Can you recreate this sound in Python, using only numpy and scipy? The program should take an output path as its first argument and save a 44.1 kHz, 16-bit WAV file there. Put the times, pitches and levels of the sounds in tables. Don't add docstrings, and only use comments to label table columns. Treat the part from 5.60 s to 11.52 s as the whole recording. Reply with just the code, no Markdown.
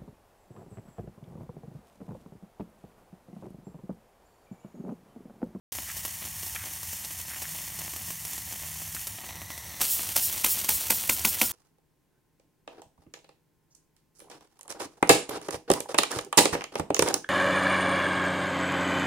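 import sys
import numpy as np
from scipy import signal
from scipy.fft import rfft, irfft
from scipy.io import wavfile
from scipy.ndimage import uniform_filter1d

SR = 44100
rng = np.random.default_rng(int(sys.argv[2]) if len(sys.argv) > 2 else 0)


def int16_out(signal):
    q = np.round(np.clip(np.atleast_2d(signal).T, -1, 1) * 32767)
    wavfile.write(sys.argv[1], SR, q.astype(np.int16))


N = 261072
TIME = np.arange(N) / SR

# start in seconds, then pop, thump and swell in relative dB.
STROKES = [(4.214, -53, -8, -27), (4.5622, -39, -9.5, -26.5), (4.8447, -17.5, -1.5, -26.5),
           (5.0907, -20.5, -7, -28), (5.3040, -20, -2.5, -29), (5.4956, -11, 0.5, -29),
           (5.6502, -11, 0, -27.5), (5.8154, -9, 2.5, -28.5)]
# share of the turn, level in dB.
BLOWBY_OVER_TURN = [(0, -24.5), (.08, -23), (.17, -29), (.3, -34.5), (.45, -29.5), (.6, -30), (.8, -33.5),
                    (.9, -32), (.96, -37.5)]
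# start in seconds, then spray and plop in relative dB.
SPITS = [(0.1234, -29.5, -52.5), (0.1862, -44, -36), (0.3684, -32, -52), (0.4513, -27, -38),
         (0.652, -32.5, -45), (0.8314, -31.5, -48.5), (0.949, -30, -52), (1.3312, -33, -47),
         (1.4478, -31, -58), (1.8249, -33, -43), (2.1898, -30, -51), (2.3628, -31, -42.5),
         (2.5055, -30.5, -40.5), (2.6513, -29.5, -47), (2.7795, -32, -44.5), (2.925, -31, -43.5),
         (3.0347, -43, -42.5), (3.2187, -35, -45.5), (3.3482, -29.5, -47), (3.4708, -27, -53),
         (3.6427, -42, -42.5), (3.8175, -37, -40.5), (3.9042, -31, -38.5), (3.9782, -41, -46),
         (4.207, -25, -37), (4.394, -43, -36), (4.4904, -29, -55), (4.5758, -22, -56), (4.865, -26, -51),
         (4.9745, -39, -40), (5.045, -25, -43), (5.11, -24.5, -47), (5.324, -30, -35)]
# centre in seconds, half-length in seconds, relative dB.
GURGLES = [(0.298, 0.025, -36.5), (0.962, 0.0062, -32.5), (1.012, 0.039, -41.5), (1.73, 0.04, -39.5),
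           (1.849, 0.014, -39), (3.365, 0.0061, -37.5)]
# time in seconds, share of the leak's path covered from 0 to 1.
ARM_REACH = [(3.45, 0.13), (3.55, 0.4), (3.7, 0.88), (4.17, 0.88), (4.3, 0)]
# pitch in Hz, width in Hz, gain in dB.
BODY_MODES = [(202, 42, 1.5), (282, 52, 1.5), (516, 58, -0.5), (712, 56, -16), (800, 24, 4.5),
              (968, 39, 2.5), (1443, 86, 3), (1720, 55, -13), (2110, 150, -4), (2534, 27, -3),
              (3450, 280, -3.5)]
# frequency in Hz, relative level in dB.
ROOM_COLOUR = [(20, -48), (40, -38), (55, -7), (68, 3), (95, 4), (120, -3), (140, -9), (200, -6),
               (245, -23), (290, -15.5), (450, -39.5), (950, -16.5), (1400, -21.5), (4000, -26)]
LEAK_COLOUR = [(300, -19.5), (500, -19.5), (700, -5.5), (1000, -3.5), (1400, -11.5), (1800, 2), (2700, -2),
               (3700, -2), (4000, -7.5), (5600, 2), (9400, 2), (10400, -0.5), (11200, 4), (15800, 0)]
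SHADED_COLOUR = [(300, -5), (1000, 10), (1500, -8), (2000, 12), (2400, -5), (4000, 2), (5100, -2),
                 (6000, 7.5), (7000, -2), (9200, -1), (10400, -7), (11100, -2), (15800, 0)]
PLOP_COLOUR = [(100, -16), (280, 0.5), (420, -8.5), (650, -1), (1000, -1), (1400, -10.5), (2000, -1.5),
               (3500, -5.5), (8000, -27.5)]
CRACK_COLOUR = [(150, -12), (400, 4.5), (1000, 1), (1400, -7), (2500, 2.5), (6000, 8.5), (10000, 5),
                (15800, -16)]
SPRAY_COLOUR = [(200, -9), (900, -2), (1600, -6.5), (2600, -5.5), (4300, -4), (5700, 0), (9400, 1.5),
                (10400, -0.5), (12000, 5), (15800, -0.5)]
BLOWBY_COLOUR = [(250, -9.5), (900, -9), (1500, -7.5), (2500, -6), (3400, -3), (3850, -4), (4600, -3),
                 (6700, -2), (9000, 1.5), (10400, -1.5), (11200, 0), (15800, 1.5)]
SWELL_COLOUR = [(250, -17.5), (1500, -44), (2700, -13), (4800, -6.5), (5300, 0.5), (6100, -8.5), (6600, -1),
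                (9400, 2), (10400, -1), (11400, 0), (12600, 3.5), (15800, 3)]
# centre in Hz, width in Hz, lift in dB.
LEAK_PEAKS = [(1920, 94, 3), (2950, 330, 4), (4330, 200, 7.5), (5480, 430, 3), (6300, 340, 4.5),
              (6870, 88, 7), (7250, 140, 6.5), (8450, 250, 4.5), (9130, 270, 5.5), (9660, 470, 4.5),
              (10970, 570, 3), (12840, 250, 2.5), (13000, 200, 6.5), (14500, 460, 7), (15450, 250, 5)]
EXHAUST_PEAKS = [(2860, 690, 3.1), (4330, 290, 2.1), (5770, 220, 5.4), (6400, 290, 2.5), (7160, 200, 1.3),
                 (9300, 740, 2.2), (11350, 440, 4.1), (13200, 170, 2.3), (14000, 270, 1.6), (13700, 330, 3)]

RUN_START_S = STROKES[0][0]
HUM_HZ, HUM_DB, ROOM_DB = 159.6, -61, -49
STANDING_LEAK_DB, RUNNING_LEAK_DB = -37, -42.5
ARM_LEAK_DB, ARM_SPIT_DB, ARM_MIRROR_DB, ARM_DULL_SHARE = -10.5, -6.5, -12, .8
MIRROR_DELAY_S, MIRROR_SWEEP_S = 0.00019, 0.000362
CRACK_OVER_SPRAY_DB, SPIT_SCATTER_DB = 16, 5
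STANDING_SPRAY_FALL_S, RUNNING_SPRAY_FALL_S = 0.0091, 0.0054
GURGLE_HZ, GURGLE_WIDTH_HZ = 1850, 1400
POP_HZ, POP_SPRAY_DB = 2330, -12.5
CREST_TURNS, CREST_TURNS_PER_S = 0.18, 0.4


def undb(db):
    return 10 ** (np.asarray(db) / 20)


def unit(x):
    return x / np.sqrt(np.mean(x ** 2))


def wander(rate):
    hold = max(int(SR / rate), 1)
    steps = np.repeat(rng.standard_normal(N)[:N // hold + 1], hold)
    return unit(uniform_filter1d(steps, hold)[:N])


def colour(x, points, peaks=(), size=4096):
    hz, db = np.transpose(points)
    bins = np.fft.rfftfreq(size, 1 / SR)
    shape_db = np.interp(np.log(bins + 1), np.log(hz), db)
    for centre, width, lift_db in peaks:
        shape_db = shape_db + lift_db * np.exp(-2 * ((bins - centre) / width) ** 2)
    cepstrum = irfft(np.log(unit(undb(shape_db))))[:size // 2]
    cepstrum[1:] *= 2
    impulse = irfft(np.exp(rfft(cepstrum, size)))
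    return signal.fftconvolve(x, impulse)[:N]


def resonate(x, hz, width):
    return signal.lfilter(*signal.iirpeak(hz, hz / width, SR), x)


def droplets(rate, spread_db):
    chance, size = rng.random(N), np.minimum(rng.exponential(size=N), 3)
    return unit((chance < rate / SR) * undb(spread_db * size) * rng.choice([-1, 1], N))


def bursts(times, dbs, rise_s, fall_s):
    power = np.zeros(N)
    for s, db, fall in np.broadcast(times, dbs, fall_s):
        near = slice(max(int(s * SR) - SR // 20, 0), int(s * SR) + SR // 10)
        age = TIME[near] - s
        power[near] += (undb(db) * np.exp(np.minimum(age / rise_s, -age / fall))) ** 2
    return np.sqrt(power)


def knocks(times, dbs):
    push = np.zeros(N)
    push[(np.asarray(times) * SR).astype(int)] = undb(dbs)
    return push


def wet_noise(drops_db):
    return unit(rng.standard_normal(N) + undb(drops_db) * droplets(rate=2500, spread_db=8.5))


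def room_drone():
    rumble = unit(colour(rng.standard_normal(N), ROOM_COLOUR)) * undb(ROOM_DB + 0.55 * wander(16))
    hum = unit(np.sin(2 * np.pi * HUM_HZ * TIME + 1.24 * wander(6)))
    return rumble + hum * undb(HUM_DB + 4.6 * wander(7))


def leak():
    jet = wet_noise(drops_db=-5) * undb(0.97 * wander(25.18) + 0.87 * wander(250))
    cover = arm_cover()
    dull_share = ARM_DULL_SHARE * cover ** 4
    bright = colour(jet * np.sqrt(1 - dull_share), LEAK_COLOUR, LEAK_PEAKS)
    shaded = undb(2.5) * colour(jet * np.sqrt(dull_share), SHADED_COLOUR)
    hiss = bright + shaded
    mirrored = np.interp(TIME - MIRROR_DELAY_S - MIRROR_SWEEP_S * cover, TIME, hiss)
    hiss = hiss + undb(ARM_MIRROR_DB) * cover * mirrored
    hiss_db = np.where(TIME < RUN_START_S, STANDING_LEAK_DB, RUNNING_LEAK_DB) + ARM_LEAK_DB * cover
    sizzle = unit(colour(droplets(rate=200, spread_db=6.0), PLOP_COLOUR))
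    return hiss * undb(hiss_db) + sizzle * undb(-56.5 + 3.44 * wander(12))


def arm_cover():
    return np.interp(TIME, *np.transpose(ARM_REACH))


def small_spits(start_s, end_s, per_s, spray_db, plop_db, count=60):
    jitter, spray_scatter, plop_scatter = np.clip(rng.standard_normal((count, 3)), -1, 1).T
    times = start_s + (np.arange(count) + .5 + .4 * jitter) / per_s
    rows = np.column_stack([times, spray_db + SPIT_SCATTER_DB * spray_scatter,
                            plop_db + SPIT_SCATTER_DB * plop_scatter])
    return rows[(times > start_s) & (times < end_s)]


def spits():
    standing = small_spits(0, RUN_START_S, per_s=4.5, spray_db=-35.5, plop_db=-50.5)
    running = small_spits(RUN_START_S, TIME[-1], per_s=14, spray_db=-32.5, plop_db=-55)
    times, spray_db, plop_db = np.vstack([SPITS, standing, running]).T
    crack = colour(knocks(times, spray_db + CRACK_OVER_SPRAY_DB), CRACK_COLOUR)
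    fall_s = np.where(times < RUN_START_S, STANDING_SPRAY_FALL_S, RUNNING_SPRAY_FALL_S)
    spray = bursts(times + 0.00092, spray_db, rise_s=0.00037, fall_s=fall_s) * wet_noise(drops_db=-12)
    spray = colour(spray, SPRAY_COLOUR, EXHAUST_PEAKS)
    push = knocks(times, plop_db)
    plop = undb(24) * colour(push, PLOP_COLOUR) + undb(28.5) * body(push)
    return (crack + spray) * undb(ARM_SPIT_DB * arm_cover()) + plop


def body(push):
    return sum((-1) ** (k + 1) * undb(db) * resonate(push, hz, width)
               for k, (hz, width, db) in enumerate(BODY_MODES))


def gurgles():
    pops = droplets(rate=650, spread_db=3.5)
    bubbles = unit(resonate(resonate(pops, GURGLE_HZ, GURGLE_WIDTH_HZ), GURGLE_HZ, GURGLE_WIDTH_HZ))
    return bubbles * sum(undb(db - 4.5) * np.exp(-((TIME - centre_s) / half_s) ** 2)
                         for centre_s, half_s, db in GURGLES)


def exhaust_pops():
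    times, pop_db, thump_db, _ = np.transpose(STROKES)
    ring = np.zeros(N)
    for moment, db in zip(times, pop_db):
        near = slice(int(moment * SR) - SR // 100, int(moment * SR) + SR // 100)
        age = TIME[near] - moment
        ring[near] += undb(db) * np.exp(-(age / 0.00063) ** 2) * np.cos(2 * np.pi * POP_HZ * age)
    spray = bursts(times + 0.0029, POP_SPRAY_DB, rise_s=0.0037, fall_s=0.0029) * wet_noise(drops_db=-10)
    rattle = bursts(times + 0.0018, thump_db - 19, rise_s=0.0042, fall_s=0.016) * rng.standard_normal(N)
    push = knocks(times + 0.00032, thump_db)
    thump = undb(-2) * colour(push, PLOP_COLOUR) + body(undb(7.5) * push + rattle)
    return ring + colour(spray, SPRAY_COLOUR) * undb(ARM_SPIT_DB * arm_cover()) + thump


def exhaust_steam():
    times, *_, swell_db = np.transpose(STROKES)
    openings = np.append(times, 2 * times[-1] - times[-2])
    turns = np.interp(TIME, openings, np.arange(len(openings)))
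    stroke, turn_share = np.minimum(turns.astype(int), len(times) - 1), turns % 1
    running = TIME > RUN_START_S
    blowby_db = np.interp(turn_share, *np.transpose(BLOWBY_OVER_TURN))
    blowby = wet_noise(drops_db=0) * running * undb(blowby_db + 1.84 * wander(200))
    crest = CREST_TURNS + CREST_TURNS_PER_S * np.diff(openings)
    surge = np.exp(-((turn_share - crest[stroke]) / 0.15) ** 2)
    swell = rng.standard_normal(N) * running * undb(swell_db[stroke] + 3.5) * surge
    blowby = blowby * undb(-4 * surge)
    drips = droplets(rate=120, spread_db=1.5) * running * np.sin(np.pi * turn_share ** 2)
    steam = colour(blowby, BLOWBY_COLOUR, EXHAUST_PEAKS) + colour(swell, SWELL_COLOUR, EXHAUST_PEAKS)
    return steam + undb(-48.5) * colour(drips, PLOP_COLOUR)


def workshop_reverb(x, t60_s, wet_db):
    tail = rng.standard_normal(N) * undb(-60 * TIME / t60_s) * (TIME > .004)
    tail = colour(tail, [(100, 15.0), (300, 7.0), (2500, -4), (6000, -3), (15000, 0.5)])[:SR // 2]
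    return x + undb(wet_db) * signal.fftconvolve(x, tail / np.linalg.norm(tail))[:N]


def scene():
    engine = leak() + gurgles() + spits() + exhaust_steam() + exhaust_pops()
    return np.tile(workshop_reverb(engine, t60_s=0.14, wet_db=-12.5) + room_drone(), (2, 1))


def record(dry, start_s=.12, ceiling=.7, top_hz=15850):
    rounded = ceiling * np.tanh(dry * (TIME >= start_s) / ceiling)
    return signal.sosfilt(signal.ellip(12, .1, 80, top_hz, fs=SR, output="sos"), rounded)


dry = scene()
out = record(dry)
int16_out(out)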